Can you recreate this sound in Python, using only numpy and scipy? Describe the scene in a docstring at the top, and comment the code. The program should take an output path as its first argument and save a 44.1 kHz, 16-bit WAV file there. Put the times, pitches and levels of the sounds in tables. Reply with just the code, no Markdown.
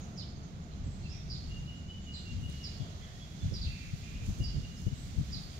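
"""A quiet stone courtyard. From the start distant traffic rumbles, leaves hiss, and thin calls and faint
twitter come from far off. A small bird begins repeating a sharp falling chirp. From 0.8 s a light breeze
buffets the microphone, more and more. From 1.5 s another bird whistles phrases of level notes and dry
leaves tick; after 4 s they rustle briefly. All the birds ring between the walls."""
import sys
import numpy as np
from scipy import signal
from scipy.fft import rfft, irfft, next_fast_len
from scipy.io import wavfile

SR = 44100
rng = np.random.default_rng(int(sys.argv[2]) if len(sys.argv) > 2 else 0)


def materialize(psi):
    """Save the field psi as 16-bit PCM at rate SR to the path in sys.argv[1].

    A 1-D psi becomes a single channel; in a 2-D psi each row is a channel.
    """
    bounded = np.clip(np.atleast_2d(psi).T, -1, 1)
    quanta = np.round(bounded * 32767).astype(np.int16)
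    wavfile.write(sys.argv[1], SR, quanta)


N = 246519
TIME = np.arange(N) / SR


def from_db(db):
    """Decibels to gain."""
    return 10 ** (np.asarray(db) / 20)


def rms_one(x):
    """Scale to unit rms."""
    return x / np.sqrt(np.mean(x ** 2) + 1e-20)


def at_hz(points, hz):
    """Interpolate on a log-frequency axis."""
    knots_hz, values = np.transpose(points)
    return np.interp(np.log(hz), np.log(knots_hz), values)


def drift(rate_hz):
    """Unit Gaussian knots joined by lines."""
    knots_s = np.arange(0, TIME[-1] + 1, 1 / rate_hz)
    return np.interp(TIME, knots_s, rng.standard_normal(N)[:len(knots_s)])


def swing_db(rows):
    """Piecewise-linear level about its mean."""
    db = np.interp(TIME, *np.transpose(rows))
    return db - db.mean()


def swell(start_s, length_s):
    """One event: sample indices, progress 0-1, rounded envelope."""
    at = np.flatnonzero((TIME >= start_s) & (TIME < start_s + length_s))
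    progress = (TIME[at] - start_s) / length_s
    return at, progress, np.sqrt(np.sin(np.pi * progress))


def add(out, at, sound, pan_db=0):
    """Mix in at constant power; pan_db is left minus right."""
    out[:, at] += rms_one(from_db([[pan_db / 2], [-pan_db / 2]])) * sound


def tone(hz):
    """Sine along a pitch curve."""
    return np.sin(2 * np.pi * np.cumsum(hz) / SR)


def noise(spectrum, likeness=None, balance=None):
    """Unit-rms stereo noise with a colour, width and lean."""
    # ambient left-right likeness: freq_hz, correlation
    ambient_likeness = [(60, 1), (290, 0.83), (720, 0.42), (950, -0.32), (1700, -0.41), (2200, 0.35),
                        (3000, -0.015), (15000, 0.037)]
    # ambient lean: freq_hz, pan_db
    ambient_balance = [(60, 0), (200, -0.5), (380, -4.5), (700, -3), (1300, -3), (2400, -5.5), (4400, -8.5),
                       (15000, -6)]
    size = next_fast_len(N, True)
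    hz = np.maximum(np.fft.rfftfreq(size, 1 / SR), 1)
    mid, side = rfft(rng.standard_normal((2, size)))
    sides = np.array([[1], [-1]])
    alike = np.clip(at_hz(likeness or ambient_likeness, hz), -1, 1)
    stereo = np.sqrt(1 + alike) * mid + np.sqrt(1 - alike) * side * sides
    rolloff = np.minimum(hz / spectrum[0][0], 1) ** 2 * np.minimum(spectrum[-1][0] / hz, 1) ** 2
    colour = from_db(at_hz(spectrum, hz) + sides * at_hz(balance or ambient_balance, hz) / 2)
    return rms_one(irfft(stereo * rolloff * colour)[:, :N])


def courtyard(x, t60_s, wet_db, early_t60_s=0.048, early_db=0.0, lead_samples=17):
    """Dense early reflections off floor and walls, then a diffuse tail; unit energy per channel."""
    t = TIME[:SR]
    scatter = rng.standard_normal((2, 2, SR))
    early = rms_one(scatter[0] * from_db(-60 * t / early_t60_s) * (1 - np.exp(-t / .003)))
    tail = rms_one(scatter[1] * from_db(-60 * t / t60_s) * (1 - np.exp(-t / .015)))
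    response = (from_db(early_db) * early + from_db(wet_db) * tail) / np.sqrt(SR)
    response[[0, 1], [0, lead_samples]] += 1  # direct sound, left first
    response /= np.sqrt(np.sum(response ** 2, axis=1, keepdims=True))
    return signal.fftconvolve(x, response, axes=1)[:, :N]


def traffic(rumble_db=-44.5, tyres_db=-63.5):
    """Far traffic rumbles in slow swells; tyre noise comes and goes."""
    # swells: time_s, level_db
    rumble_curve = [(0.0, -48.5), (2.83, -49), (3.11, -54.5), (3.43, -48.5), (3.92, -52.5), (4.36, -48.5),
                    (5.59, -51)]
    tyre_curve = [(0.0, -61), (0.26, -64.5), (2.63, -72), (2.85, -62), (3.78, -73.5), (4.36, -66),
                  (4.62, -73.5), (5.59, -65)]
    # spectra: freq_hz, density_db
    rumble_spectrum = [(28, 0), (45, -9.5), (70, 6), (110, -4), (140, 1), (180, -1), (240, -8.5),
                       (320, -16.5), (480, -25), (700, -26.5), (1000, -32), (1500, -31.5), (3000, -39)]
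    tyre_spectrum = [(400, -1), (550, -3.5), (700, 0.5), (850, -7.5), (1100, -7), (1400, -8.5),
                     (1800, -17.5)]
    rumble = from_db(rumble_db + 0.95 * swing_db(rumble_curve)) * noise(rumble_spectrum)
    tyres = from_db(tyres_db + 0.97 * swing_db(tyre_curve)) * noise(tyre_spectrum)
    return rumble + tyres


def leaf_hiss(broad_db=-58, fine_db=-73.5, flutter_db=0.8):
    """Foliage hisses with the breeze; the fine treble follows it most."""
    # breeze strength: time_s, level_db
    breeze = [(0.0, -80), (0.3, -87), (1.0, -85.5), (1.55, -80.5), (1.85, -84.5), (2.2, -82), (2.57, -74.5),
              (2.9, -79), (3.63, -75.5), (4.0, -74.5), (4.33, -76), (4.62, -75.5), (4.85, -78.5),
              (5.0, -75), (5.2, -74), (5.59, -73.5)]
    # hiss spectra: freq_hz, density_db
    broad_spectrum = [(700, -14.5), (1300, 1), (2000, 1.5), (2700, 0.5), (3400, 3.5), (4500, 2), (5500, 0),
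                      (6700, 1), (7500, -4.5), (8500, -68), (11000, -48)]
    fine_spectrum = [(3000, -47), (6000, -4.5), (8500, 4), (10000, -2), (13000, -2), (16000, -5.5)]
    breeze_db = swing_db(breeze)
    broad = from_db(broad_db + 0.53 * breeze_db + flutter_db * drift(15)) * noise(broad_spectrum)
    fine = from_db(fine_db + 0.97 * breeze_db + flutter_db * drift(25.08)) * noise(fine_spectrum)
    return broad + fine


def wind(mean_db=-48, lumpy_db=4.0):
    """Low turbulence at the microphone ports follows the gusts."""
    # gusts: time_s, level_db
    gusts = [(0.0, -60.5), (0.7, -51), (0.9, -43.5), (1.1, -49.5), (1.7, -44.5), (2.15, -60.5), (2.44, -42),
             (2.55, -57), (3.0, -47), (3.35, -47.5), (3.68, -40), (3.84, -48.5), (4.3, -41.5),
             (5.03, -42.5), (5.3, -39.5), (5.59, -53.5)]
    # turbulence: freq_hz, density_db
    spectrum = [(24, -21), (37, -0.5), (60, -1.5), (100, -1), (160, -12), (250, -24.5), (400, -40.5),
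                (900, -49)]
    gain = from_db(mean_db + swing_db(gusts) + lumpy_db * drift(13))
    return gain * noise(spectrum, likeness=[(20, 0.7)], balance=[(20, 1.0)])


def far_calls():
    """Far birds: thin buzzy slides, heard mostly through their echoes."""
    # calls: start_s, length_s, first_hz, last_hz, rasp_hz, level_db, pan_db
    calls = [(0.0, 0.054, 6820, 6140, 350, -61, -13), (0.429, 0.018, 6300, 6600, 150, -62.5, -10),
             (0.698, 0.05, 3080, 2780, 150, -68, -3), (0.838, 0.14, 7760, 7650, 270, -68, 2),
             (1.02, 0.08, 4200, 4770, 400, -61, -7), (1.085, 0.05, 4800, 5540, 380, -55, -8),
             (1.037, 0.04, 2790, 2625, 70.6, -58.5, -8), (1.07, 0.16, 3440, 3600, 258, -66.5, -5),
             (1.114, 0.081, 5550, 5680, 258, -58.5, -13), (1.101, 0.096, 2556, 2213, 294, -65, -1),
             (2.009, 0.076, 7120, 6730, 280, -66.5, -8), (2.116, 0.11, 7530, 7540, 240, -65, 1),
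             (3.005, 0.12, 2024, 1864, 195, -65, -5), (3.66, 0.25, 2470, 2202, 302, -60, -6),
             (4.023, 0.25, 2348, 2630, 328, -62, -5), (4.76, 0.021, 5250, 5200, 91, -58.5, -13),
             (4.934, 0.11, 7720, 7730, 310, -63.5, 1)]
    out, jitter = np.zeros((2, N)), drift(1200)
    for start_s, length_s, first_hz, last_hz, rasp_hz, level_db, pan_db in calls:
        at, progress, envelope = swell(start_s, length_s)
        hz = first_hz + (last_hz - first_hz) * progress + rasp_hz * jitter[at]
        add(out, at, from_db(level_db) * 2 * envelope ** 0.54 * tone(hz), pan_db)
    return courtyard(out, t60_s=0.96, wet_db=7.0, early_t60_s=0.067, early_db=8.0)


def chorus(level_db, low_hz, high_hz, count, spread_db=4.0, length_s=0.048, slide=0.084, rasp=0.043):
    """Distant birds twitter at random, barely above the hiss."""
    out, jitter = np.zeros((2, N)), drift(800)
    for when, pitch, bend, loud in rng.random((count, 4)):
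        at, progress, envelope = swell(when * (TIME[-1] - length_s), length_s)
        centre_hz = low_hz + (high_hz - low_hz) * pitch
        hz = centre_hz * (1 + slide * (2 * bend - 1) * (progress - .5) + rasp * jitter[at])
        gain = from_db(level_db + spread_db * (2 * loud - 1.5)) * 2 * envelope
        add(out, at, gain * tone(hz), pan_db=-12.0)
    return courtyard(out, t60_s=0.27, wet_db=-3.0)


def chirps(warble_hz=111.15, warble_depth=0.074, rasp_depth=0.0595, upper_ratio=1.12):
    """Both sides of the syrinx sound together: high lead-in, clear hold, two raspy steps down."""
    # chirps: start_s, length_s, held_hz, fall_scale, level_db, upper_voice_db, rasp_scale
    calls = [(0.158, 0.076, 4720, 1, -45, 0.5, 0.96), (1.278, 0.091, 4695, .6, -42, -4.5, 1.07),
             (2.116, 0.091, 4190, .35, -43.5, -6.5, 1.25), (2.623, 0.065, 4716, 0.69, -45.5, 4.5, .7),
             (3.520, 0.074, 4906, .92, -43, -3, 0.92), (3.596, 0.075, 4520, 0.6, -39.5, -16, 1.46),
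             (4.414, 0.09, 4780, 0.14, -43.5, -4.5, .65), (5.306, 0.084, 4774, 0.66, -40.5, -7.5, .9)]
    # one chirp's contour: progress, offset_octaves, level_db, roughness
    contour = [(0, .3, -6, 0.69), (0.199, .1, -12.5, 0.66), (.25, .01, 2.5, 0.22),
               (0.411, -.01, -0.5, 0.36), (0.489, -.17, -1, 0.88), (.64, -.11, 0, 0.71),
               (.73, -.36, -3.5, 0.91), (.85, -.4, -2, 1.1), (1, -0.714, 2.5, .8)]
    knots, octaves, contour_db, roughness = np.transpose(contour)
    out, jitters = np.zeros((2, N)), [drift(1400), drift(1400)]
    for start_s, length_s, held_hz, fall_scale, level_db, upper_db, rasp_scale in calls:
        at, progress, envelope = swell(start_s, length_s)
        hz = held_hz * 2 ** (fall_scale * np.interp(progress, knots, octaves))
        warble = warble_depth * np.sin(2 * np.pi * (warble_hz * progress * length_s + rng.random()))
        rough = rasp_scale * np.interp(progress, knots, roughness)
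        lower_hz, upper_hz = [hz * (1 + rough * (warble + rasp_depth * jitter[at])) * ratio
                              for ratio, jitter in zip((1, upper_ratio), jitters)]
        gain = from_db(level_db + np.interp(progress, knots, contour_db)) * envelope
        add(out, at, gain * (tone(lower_hz) + from_db(upper_db) * tone(upper_hz)), pan_db=-6.5)
    # one band lingers between the walls
    ring_hz, width_hz, ring_db = 4570, 370, -4
    ring = from_db(ring_db) * signal.lfilter(*signal.iirpeak(ring_hz, ring_hz / width_hz, fs=SR), out)
    full_band = courtyard(out, t60_s=0.5, wet_db=1.0, early_t60_s=0.047, early_db=2.0)
    return full_band + courtyard(ring, t60_s=0.85, wet_db=44.0)


def buffets():
    """Single eddies thump the microphone, mostly at one port."""
    # eddies: start_s, length_s, level_db, pan_db, sharp_db
    eddies = [(0.788, 0.05, -44, 4, -28), (0.852, 0.058, -40, -6, -20), (2.295, 0.24, -40, 7, -31),
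              (2.796, 0.047, -36.5, 15, -25), (3.421, 0.089, -33, 0.5, -33), (3.51, 0.053, -37, -13, -10.5),
              (3.928, 0.024, -34, 9, -32), (2.485, 0.024, -53, 24, 5), (4.207, .04, -42, -3, -19),
              (4.27, 0.059, -33.5, 5, -31), (4.381, 0.058, -33.5, 5, -19.5), (4.531, 0.1, -35, -7, -17.5),
              (4.864, 0.028, -28, 19, -20), (4.915, 0.033, -34.5, 13, -29), (5.163, 0.078, -31, 7.5, -40),
              (5.288, 0.16, -43.5, 5, -34)]
    # eddy spectra: freq_hz, density_db
    dull_spectrum = [(20, -40), (40, 4), (80, 4), (130, 5), (190, -5), (280, -16), (450, -43.5),
                     (1000, -75)]
    sharp_spectrum = [(150, -7), (260, 3.5), (420, -3.5), (700, -17.5), (1200, -47)]
    out, likeness = np.zeros((2, N)), [(20, 0.4)]
    dull, sharp = noise(dull_spectrum, likeness), noise(sharp_spectrum, likeness)
    for start_s, length_s, level_db, pan_db, sharp_db in eddies:
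        at, progress, envelope = swell(start_s, length_s)
        thump = (dull[:, at] + from_db(sharp_db) * sharp[:, at]) * envelope ** 2 * np.exp(-progress)
        add(out, at, from_db(level_db) * np.array([rms_one(port) for port in thump]), pan_db)
    return out


def whistles(attack_s=0.025, flick=0.032, flick_s=0.0057, echo_s=0.072, echo_db=-12.5):
    """Each note starts slightly sharp, then holds its pitch; a far wall returns it."""
    # notes: start_s, length_s, pitch_hz, level_db, pan_db, waver_fraction
    notes = [(1.479, 0.12, 2823, -54.5, -5, 0.0087), (1.666, 0.062, 2890, -51, -3, 0.013),
             (1.878, 0.048, 2944, -49, 0, 0.017), (2.058, 0.068, 2885, -49.5, -7.5, 0.0078),
             (2.245, 0.086, 2764, -52.5, 0, .013), (2.42, 0.067, 2877, -50.5, -3, 0.007),
             (2.595, 0.04, 2860, -49.5, -3, 0.0059), (2.787, 0.058, 3290, -56.5, -3, 0.051),
             (3.004, 0.057, 3235, -56, -3, 0.046), (3.194, 0.053, 3340, -54.5, -1, 0.02),
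             (3.393, 0.05, 3435, -55.5, -8, 0.019), (3.642, 0.08, 2687, -53, -6, 0.014),
             (3.837, 0.041, 2658, -55, -2, .01), (4.031, 0.058, 2675, -57, -5, 0.023),
             (4.135, 0.043, 2830, -59.5, 2, .02), (4.395, 0.048, 2847, -48, -10, 0.013),
             (4.618, 0.066, 2845, -53, -5, 0.0096), (4.859, 0.036, 2874, -55, -9, .012)]
    out, jitter = np.zeros((2, N)), drift(220)
    for start_s, length_s, pitch_hz, level_db, pan_db, waver in notes:
        at, progress, _ = swell(start_s, length_s)
        age_s = progress * length_s
        hz = pitch_hz * (1 + flick * np.exp(-age_s / flick_s) + waver * jitter[at])
        envelope = np.minimum(age_s / attack_s, 1) * np.sqrt(1 - progress ** 2)
        note = from_db(level_db) * 2 * envelope * tone(hz)
        add(out, at, note, pan_db)
        add(out, at + int(echo_s * SR), from_db(echo_db) * note, pan_db)
    return courtyard(out, t60_s=0.93, wet_db=2.0, early_t60_s=0.081, early_db=-2.5, lead_samples=12)


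def leaf_ticks(length_s=0.0062):
    """Dry leaves snap against each other."""
    # snaps: start_s, level_db
    snaps = [(1.497, -66), (2.498, -55), (2.528, -60), (4.263, -56), (4.296, -62), (4.361, -67),
             (4.414, -63)]
    # snap spectrum: freq_hz, density_db
    spectrum = [(4000, -6), (7000, 5), (9000, 8), (16000, -15)]
    out, crack = np.zeros((2, N)), noise(spectrum)
    for start_s, level_db in snaps:
        at, progress, _ = swell(start_s, length_s)
        add(out, at, from_db(level_db) * (1 - progress) * crack[:, at])
    return out


def leaf_rustles(grain_db=2.0, grain_hz=310):
    """Foliage stirs in brief, dry, grainy bursts."""
    # rustles: start_s, length_s, level_db
    bursts = [(4.22, 0.14, -57), (4.32, 0.15, -60), (4.71, 0.22, -61.5)]
    # rustle spectrum: freq_hz, density_db
    spectrum = [(3000, -26), (5000, 1), (6500, 16), (8500, -3), (11000, -1), (15500, -5)]
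    out = np.zeros((2, N))
    grains = noise(spectrum) * from_db(grain_db * drift(grain_hz))
    for start_s, length_s, level_db in bursts:
        at, progress, envelope = swell(start_s, length_s)
        add(out, at, from_db(level_db) * envelope ** 2 * grains[:, at])
    return out


def scene():
    """Birds over traffic and foliage, with wind at the microphone."""
    background = traffic() + leaf_hiss() + wind() + far_calls()
    background += chorus(level_db=-69.0, low_hz=6230, high_hz=7040, count=40)
    background += chorus(level_db=-68.0, low_hz=3120, high_hz=4230, count=20)
    return background + chirps() + buffets() + whistles() + leaf_ticks() + leaf_rustles()


def record(dry, cutoff_hz=15700):
    """Steep low-pass."""
    return signal.sosfilt(signal.ellip(12, .1, 80, cutoff_hz, fs=SR, output="sos"), dry)


dry = scene()
out = record(dry)
materialize(out)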